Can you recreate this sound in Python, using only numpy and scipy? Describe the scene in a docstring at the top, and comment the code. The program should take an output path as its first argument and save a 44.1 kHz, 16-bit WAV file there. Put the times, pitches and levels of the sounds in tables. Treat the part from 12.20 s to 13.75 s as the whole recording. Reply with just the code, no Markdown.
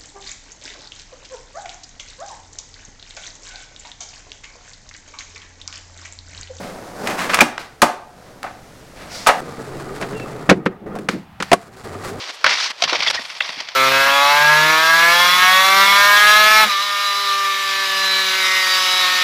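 """A snowboarder hisses up to a slide box, slaps the board onto it and grinds along sideways.
The board slips out and clatters on the deck; the rider falls and slides on in rustling
clothes, with scrapes, short squeaks and a late clack, while fine powder patters down.
Rubbing is filtered noise with ice grains, blows are short noise bursts with ringing tones,
and squeaks are wavering tones. A small camera nearby overloads on the loudest blows."""
import sys
import numpy as np
from scipy import signal
from scipy.fft import rfft, irfft
from scipy.io import wavfile

SR = 44100
rng = np.random.default_rng(int(sys.argv[2]) if len(sys.argv) > 2 else 0)


def log_audio(samples):
    """Write samples as a 16-bit WAV file to the path given in sys.argv[1]."""
    # one column per channel
    frames = np.atleast_2d(samples).T
    # limit to full scale, then quantise
    limited = np.clip(frames, -1, 1)
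    pcm = np.round(limited * 32767).astype(np.int16)
    wavfile.write(sys.argv[1], SR, pcm)


N = 68355
T = np.arange(N) / SR  # time in seconds

# Board running on snow, then skimming clear of it. Each row: time in seconds, level in dB.
RUN_IN_LEVEL = [(0, -28.5), (.072, -33.5), (.103, -25), (.118, -39), (.17, -38), (.235, -37.5), (.28, -50),
                (.53, -43), (.57, -42.5), (.605, -32.5), (.625, -29), (.72, -83)]
# Board grinding along the deck. Each row: time in seconds, level in dB, low rasp level in dB.
GRIND_LEVEL = [(.236, -92, -90), (.243, -56, -40), (.252, -35, -17), (.286, -28, -21.5),
               (.295, -18.5, -19.5), (.33, -19.5, -18), (.37, -24, -28.5), (.41, -19, -32),
               (.463, -20, -31), (.485, -27.5, -44), (.516, -29.5, -22), (.526, -57, -58), (.57, -88, -92)]
# Rider and board dragging over the deck.
# Each row: time in seconds, level in dB, level of the deck's rumble in dB.
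DRAG_LEVEL = [(.61, -90, -85), (.625, -24, -40), (.672, -39, -39), (.68, -20, -52), (.715, -19.5, -77),
              (.755, -23, -40), (.777, -25.5, -39.5), (.82, -23.5, -43), (.85, -21, -56),
              (.882, -18.5, -50), (.893, -28, -38.5), (.925, -33.5, -52), (.94, -29.5, -58),
              (.99, -28.5, -65), (1.04, -34.5, -61), (1.09, -33, -69), (1.112, -30.5, -61),
              (1.195, -39, -61), (1.225, -30, -69), (1.283, -27.5, -76), (1.305, -27, -73),
              (1.34, -32, -78.5), (1.405, -28, -67), (1.42, -35.5, -61), (1.47, -38, -64),
              (1.55, -36.5, -81)]
# Fine snow thrown up by the board and by the fall, pattering down.
# Each row: time in seconds, level in dB.
POWDER_LEVEL = [(.11, -64), (.15, -42), (.19, -76), (.85, -62), (.95, -58), (1.0, -46.5), (1.1, -48),
                (1.2, -53.5), (1.3, -50), (1.42, -62), (1.55, -74)]

# Sound colours of snow, deck, rasp, cloth, rumble, crack, scrape, fine spray and open slope.
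# Each row: frequency in Hz, relative strength in dB per Hz.
SNOW_COLOUR = [(60, -33), (200, -28), (310, -12), (450, -3), (1000, -1), (1800, -0.5), (3000, 0.5),
               (4600, 0), (5800, -4.5), (7200, -15.5), (10000, -28), (14500, -39), (16000, -50)]
DECK_COLOUR = [(60, -41), (200, -28), (350, -18.5), (600, -9.5), (1000, -1), (1650, 2), (2200, 2),
               (3000, 2.5), (4500, 5), (5800, 1), (7200, -12.5), (9000, -23), (14500, -38.5), (16000, -60)]
RASP_COLOUR = [(30, -52), (60, -34), (200, -23.5), (400, -16), (600, -8.5), (1100, -2.5), (1500, -5.5),
               (2050, 3.5), (2900, -4), (5000, -8), (9000, -48), (16000, -57)]
CLOTH_COLOUR = [(60, -43), (250, -24.5), (420, -17), (680, -4.5), (1150, -3), (1600, -4), (2150, 1),
                (2900, -2), (3500, 0), (3900, -3.5), (4600, -1), (5600, -5), (7200, -24.5), (10000, -36),
                (14500, -43), (16000, -102)]
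RUMBLE_COLOUR = [(25, -39), (70, -10), (130, -0.5), (220, 1), (400, 1.5), (900, -25), (4000, -66)]
CRACK_COLOUR = [(100, -42), (500, -12.5), (1500, -1), (3000, 0), (4600, 1), (5900, -2), (7200, -21),
                (10000, -34), (16000, -53)]
SCRAPE_COLOUR = [(100, -31), (300, -17.5), (600, -2), (1500, -1.5), (3200, 0), (5500, 0), (7200, -18),
                 (10000, -40), (16000, -42)]
SPRAY_COLOUR = [(500, -30), (4000, 6), (7500, 5), (12000, -5.5), (16000, -24)]
WASH_COLOUR = [(25, -28), (60, -16), (150, -6), (300, -17), (650, 5.5), (1500, 2), (4500, -5.5),
               (7500, -21), (14500, -25), (16000, -63)]

# Hard blows. Each row: start in seconds, clack level in dB, clack pitch in Hz, crack level in dB,
# deck boom level in dB, boom pitch in Hz, rattle decay in seconds, board ring level in dB.
KNOCKS = [(.2428, -4, 1423, -10, -26, 528, 0.0046, -13), (0.2634, -7.5, 1570, -11, -25.5, 591, 0.0064, -19),
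          (0.6221, -46, 2090, -7, -14, 695, 0.0039, -29), (0.638, -16, 3300, -13, -28, 780, 0.0088, -21),
          (.6762, -21, 1300, -44, -56, 710, 0.0046, -46), (.7302, -13, 996, -14.5, -19, 521, 0.0047, -23),
          (.7558, -13.5, 2060, -22, -51, 713, 0.0028, -48),
          (.8052, -12.5, 2600, -33, -42, 610, 0.0018, -38), (.8992, -20, 2360, -31, -33, 553, 0.0037, -38),
          (1.2066, -6.5, 2230, -49, -29, 808, 0.0024, -28)]
# Ringing tones of the board on the deck.
# Each row: pitch in Hz, relative level in dB, time to fall by 60 dB in seconds.
BOARD_TONES = [(184.4, -29, 0.2), (534, -6, 0.081), (621, -5, 0.066), (920, -10, 0.1), (1104, -6.5, 0.12),
               (1360, -10, 0.073), (1754, -11, 0.18), (2320, -4, 0.074), (2990, -10, 0.069),
               (3090, -3, 0.045), (4420, -3, 0.064), (4720, -16, 0.13)]
# Soft thuds of board and body. Each row: start in seconds, level in dB, middle pitch in Hz.
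THUDS = [(0.092, -45, 400), (0.241, -41.5, 109), (.268, -40.5, 220), (.499, -45, 290), (0.634, -46, 251),
         (0.7244, -18.5, 508), (0.725, -40.5, 162), (.747, -19, 735), (.795, -44, 188), (0.949, -45, 90),
         (.988, -29.5, 630), (0.991, -37.5, 208), (1.289, -41, 240), (1.37, -40, 260), (1.4, -47, 195)]
# Edge scrapes. Each row: start in seconds, length in seconds, level in dB, fine spray level in dB.
SCRAPES = [(0.498, .015, -31, -40), (.6195, 0.0032, -15.5, -50), (0.634, 0.0089, -15, -47),
           (0.745, 0.023, -22, -63), (0.789, 0.0073, -25.5, -53), (0.876, 0.013, -24, -39),
           (0.896, .016, -17.5, -31), (0.94, .018, -20, -45), (1.016, 0.0038, -23, -58),
           (1.161, 0.013, -33, -56), (1.238, 0.013, -32, -64), (1.288, 0.0058, -21.5, -55),
           (1.4, 0.011, -23.5, -47), (1.484, 0.0054, -21.5, -65)]
# Stick-slip squeaks. Each row: start in seconds, length in seconds, level in dB,
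# pitch at the top of the arch in Hz, random pitch wander as a share of that pitch.
SQUEAKS = [(0.862, 0.012, -19.5, 2073, 0.023), (0.878, 0.01, -14, 3470, 0.039),
           (0.883, 0.0096, -26, 1980, 0.049), (0.973, 0.019, -25, 1916, 0.009),
           (0.986, .013, -40, 1546, 0.084), (1.204, 0.0036, -21, 3620, 0.077),
           (1.219, 0.012, -26.5, 3580, 0.069)]
# Outdoor echoes. Each row: frequency in Hz, time to fall by 60 dB in seconds.
ECHO_FADE = [(100, 0.42), (1000, 0.13), (4000, 0.063), (12000, 0.069)]

# Blows: times in seconds, width of the clack's resonance in octaves
KNOCK_RISE_S, BOOM_RISE_S, BOOM_DECAY_S = 0.00018, 0.0036, 0.004
KNOCK_TAIL_DB, TAIL_DECAY_S, CLACK_OCTAVES = -29, 0.044, 0.36
# First touch of a blow: delay in seconds, energy against its rattle in dB
FIRST_TOUCH_S, FIRST_TOUCH_DB = 0.0004, -8
THUD_RISE_S, THUD_DECAY_S, THUD_OCTAVES = 0.001, 0.0057, 0.486
SCRAPE_RISE_S, SCRAPE_FALL_S = 0.0057, 0.0025
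# Squeaks: share of pitch lost at both ends, loudness flutter in dB per unit of pitch wander
SQUEAK_ARCH, SQUEAK_FLUTTER_DB = 0.12, 41
ECHO_DB, WASH_DB = -21, -48.5
CLIP_LEVEL, EDGE_HZ = 1.1, 15600


def amp(db):
    """Turns decibels into a gain."""
    return 10 ** (np.asarray(db) / 20)


def unit(x):
    """Scales a sound to an average (rms) strength of 1."""
    return x / np.sqrt(np.mean(x ** 2) + 1e-20)


def read(points, hz):
    """Reads a table between its rows, along a log-frequency axis."""
    f, value = np.transpose(points)
    return np.interp(np.log(hz + 1), np.log(f + 1), value)


def level(table, column=1):
    """Turns one dB column of a table into a gain over time."""
    rows = np.array(table)
    return amp(np.interp(T, rows[:, 0], rows[:, column]))


def add(mix, start_s, sound):
    """Mixes a sound in at its start time."""
    part = mix[max(round(start_s * SR), 0):][:len(sound)]
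    part += sound[:len(part)]


def colour(x, points):
    """Filters a sound to the given colour, with no sound ahead of its cause."""
    log_gain = np.log(amp(read(points, abs(np.fft.fftfreq(4096, 1 / SR)))))
    # Minimum phase: the filter responds as early as it can
    taps = np.fft.ifft(np.exp(np.conj(signal.hilbert(log_gain)))).real[:2048]
    return signal.fftconvolve(x, taps / np.linalg.norm(taps))[:len(x)]


def hump(hz, octaves):
    """Makes the colour of one broad resonance with steep sides."""
    f = np.geomspace(20, 20000, 120)
    distance = np.log2(f / hz) / octaves
    return np.transpose([f, -20 * np.log10(1 + distance ** 2 / 2 + distance ** 4 / 10)])


def wobble(n, hz):
    """Makes a smooth random curve that wanders mostly below the given rate."""
    spectrum = rfft(rng.standard_normal(N))
    smoothing = 1 + (np.fft.rfftfreq(N, 1 / SR) / hz) ** 4
    return unit(irfft(spectrum / smoothing, N))[:n]


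def friction(n, chatter_db, lump_db, grit, grains_per_s):
    """Rubbing: hiss and separate ice grains, clumped by fast chatter and slower lumps."""
    hits = rng.random(n) < grains_per_s / SR
    sizes = amp(2.6 * np.minimum(rng.exponential(1, n), 2))
    grains = hits * sizes * rng.choice([-1, 1], n)
    # grit is the grains' share of the energy
    drive = np.sqrt(1 - grit) * rng.standard_normal(n) + np.sqrt(grit) * unit(grains)
    return unit(drive * amp(chatter_db * wobble(n, 200) + lump_db * wobble(n, 53)))


def burst(points, rise_s, decay_s, tail_db):
    """A contact of fixed energy: a sharp first touch, then a quickly dying rattle with a weak tail."""
    t = T[:SR // 5]
    fade = np.exp(-t / decay_s) + amp(tail_db) * np.exp(-t / TAIL_DECAY_S)
    shape = (1 - np.exp(-t / rise_s)) * fade
    force = shape * rng.choice([-1., 1.], len(t))
    force[round(FIRST_TOUCH_S * SR)] += amp(FIRST_TOUCH_DB) * np.linalg.norm(shape)
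    return unit(colour(force, points)) * np.sqrt(np.mean(shape ** 2)) / shape.max()


def knocks():
    """Each hard blow cracks, clacks, booms in the box and rings the board's own tones."""
    out, t = np.zeros(N), T[:SR // 5]
    ring = np.zeros(len(t))
    for k, (hz, db, t60) in enumerate(BOARD_TONES):
        # Every other tone starts in the opposite direction
        ring += (-1) ** k * amp(db - 60 * t / t60) * np.sin(2 * np.pi * hz * t)
    swell = (1 - np.exp(-t / BOOM_RISE_S)) ** 2 * np.exp(-t / BOOM_DECAY_S)
    swell /= swell.max()
    for start_s, clack_db, clack_hz, crack_db, boom_db, boom_hz, decay_s, ring_db in KNOCKS:
        clack = burst(hump(clack_hz, CLACK_OCTAVES), KNOCK_RISE_S, decay_s, KNOCK_TAIL_DB)
        crack = burst(CRACK_COLOUR, KNOCK_RISE_S, decay_s, KNOCK_TAIL_DB)
        boom = swell * np.sin(2 * np.pi * boom_hz * t)
        add(out, start_s, amp(clack_db) * clack + amp(crack_db) * crack
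            + amp(boom_db) * boom + amp(ring_db) * ring)
    return out


def grind():
    """The board rubs along the icy deck, with a low rasp that is strongest at the landing."""
    hiss = friction(N, chatter_db=0.9, lump_db=1.5, grit=0.33, grains_per_s=3300)
    rasp = friction(N, chatter_db=2.3, lump_db=1.1, grit=0.52, grains_per_s=1600)
    hiss = colour(hiss * level(GRIND_LEVEL), DECK_COLOUR)
    return hiss + colour(rasp * level(GRIND_LEVEL, column=2), RASP_COLOUR)


def drag():
    """Clothes and board rub over the hollow box, which rumbles below."""
    rub = friction(N, chatter_db=1.6, lump_db=2.42, grit=0.35, grains_per_s=2000)
    rumble = friction(N, chatter_db=2.5, lump_db=6.5, grit=0.3, grains_per_s=350)
    rub = colour(rub * level(DRAG_LEVEL), CLOTH_COLOUR)
    return rub + colour(rumble * level(DRAG_LEVEL, column=2), RUMBLE_COLOUR)


def snow():
    """The base of the board hisses and crunches over packed snow."""
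    rub = friction(N, chatter_db=0.1, lump_db=1.3, grit=0.53, grains_per_s=1100)
    return level(RUN_IN_LEVEL) * colour(rub, SNOW_COLOUR)


def scrapes():
    """An edge bites briefly, throws fine ice and lets go."""
    out, t = np.zeros(N), T[:SR // 10]
    for start_s, length_s, db, spray_db in SCRAPES:
        rise = np.minimum(t / SCRAPE_RISE_S, 1)
        shape = rise * np.exp(-np.maximum(t - length_s, 0) / SCRAPE_FALL_S)
        bite, spray = (
            shape * friction(len(t), chatter_db=-0.5, lump_db=0.0, grit=0.62, grains_per_s=2100)
            for _ in range(2))
        add(out, start_s, amp(db) * colour(bite, SCRAPE_COLOUR)
            + amp(spray_db) * colour(spray, SPRAY_COLOUR))
    return out


def squeaks():
    """Sticking and slipping on the wet deck makes a short, unsteady tone that rises and falls."""
    out = np.zeros(N)
    for start_s, length_s, db, top_hz, jitter in SQUEAKS:
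        u = np.arange(0, length_s, 1 / SR) / length_s  # 0 at the start, 1 at the end
        arch = 1 - SQUEAK_ARCH * (2 * u - 1) ** 2
        hz = top_hz * (arch + jitter * wobble(len(u), 700))
        phase = 2 * np.pi * np.cumsum(hz) / SR
        tone = np.sin(phase) + amp(-23) * np.sin(2 * phase)
        tone *= amp(SQUEAK_FLUTTER_DB * jitter * wobble(len(u), 320))
        add(out, start_s, amp(db) * unit(tone * np.sqrt(np.sin(np.pi * u))))
    return out


def thuds():
    """Weight coming down gives dull blows, each a noise burst around one pitch."""
    out = np.zeros(N)
    for start_s, db, hz in THUDS:
        thud = burst(hump(hz, THUD_OCTAVES), THUD_RISE_S, THUD_DECAY_S, tail_db=-38)
        add(out, start_s, amp(db) * thud)
    return out


def powder():
    """Fine snow patters down as bright, grainy noise."""
    patter = friction(N, chatter_db=0.5, lump_db=1.5, grit=0.3, grains_per_s=1200)
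    return level(POWDER_LEVEL) * colour(patter, SPRAY_COLOUR)


def slope_echoes(x):
    """The box, the snow and the trees throw back weak, scattered echoes."""
    n = SR // 2
    taps = rng.choice([-1., 1.], n) * (rng.random(n) < 2000 / SR)  # about 2000 echoes a second
    hz, t, z = signal.stft(taps, SR, nperseg=256)
    fade = amp(-60 * t / read(ECHO_FADE, hz)[:, None])  # each frequency fades at its own pace
    tail = signal.istft(z * fade, SR, nperseg=256)[1]
    return signal.fftconvolve(x, tail / np.linalg.norm(tail))[:N]


def wash():
    """The open slope adds a faint noise that flutters slightly in level."""
    noise = rng.standard_normal(N) * amp(0.57 * wobble(N, 47))
    return amp(WASH_DB) * colour(noise, WASH_COLOUR)


def scene():
    """Adds up all contacts, their outdoor echoes, the wash and the powder."""
    contacts = snow() + grind() + drag() + knocks() + thuds() + scrapes() + squeaks()
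    return (contacts + amp(ECHO_DB) * slope_echoes(contacts) + (wash() + powder()))[None]


def record(dry):
    """The camera flattens the loudest peaks, then cuts the highest treble."""
    clipped = dry / (1 + (dry / CLIP_LEVEL) ** 8) ** (1 / 8)
    lowpass = signal.firwin(255, EDGE_HZ, window=("kaiser", 9), fs=SR)
    return signal.oaconvolve(clipped, lowpass[None], "same")


dry = scene()
out = record(dry)
log_audio(out)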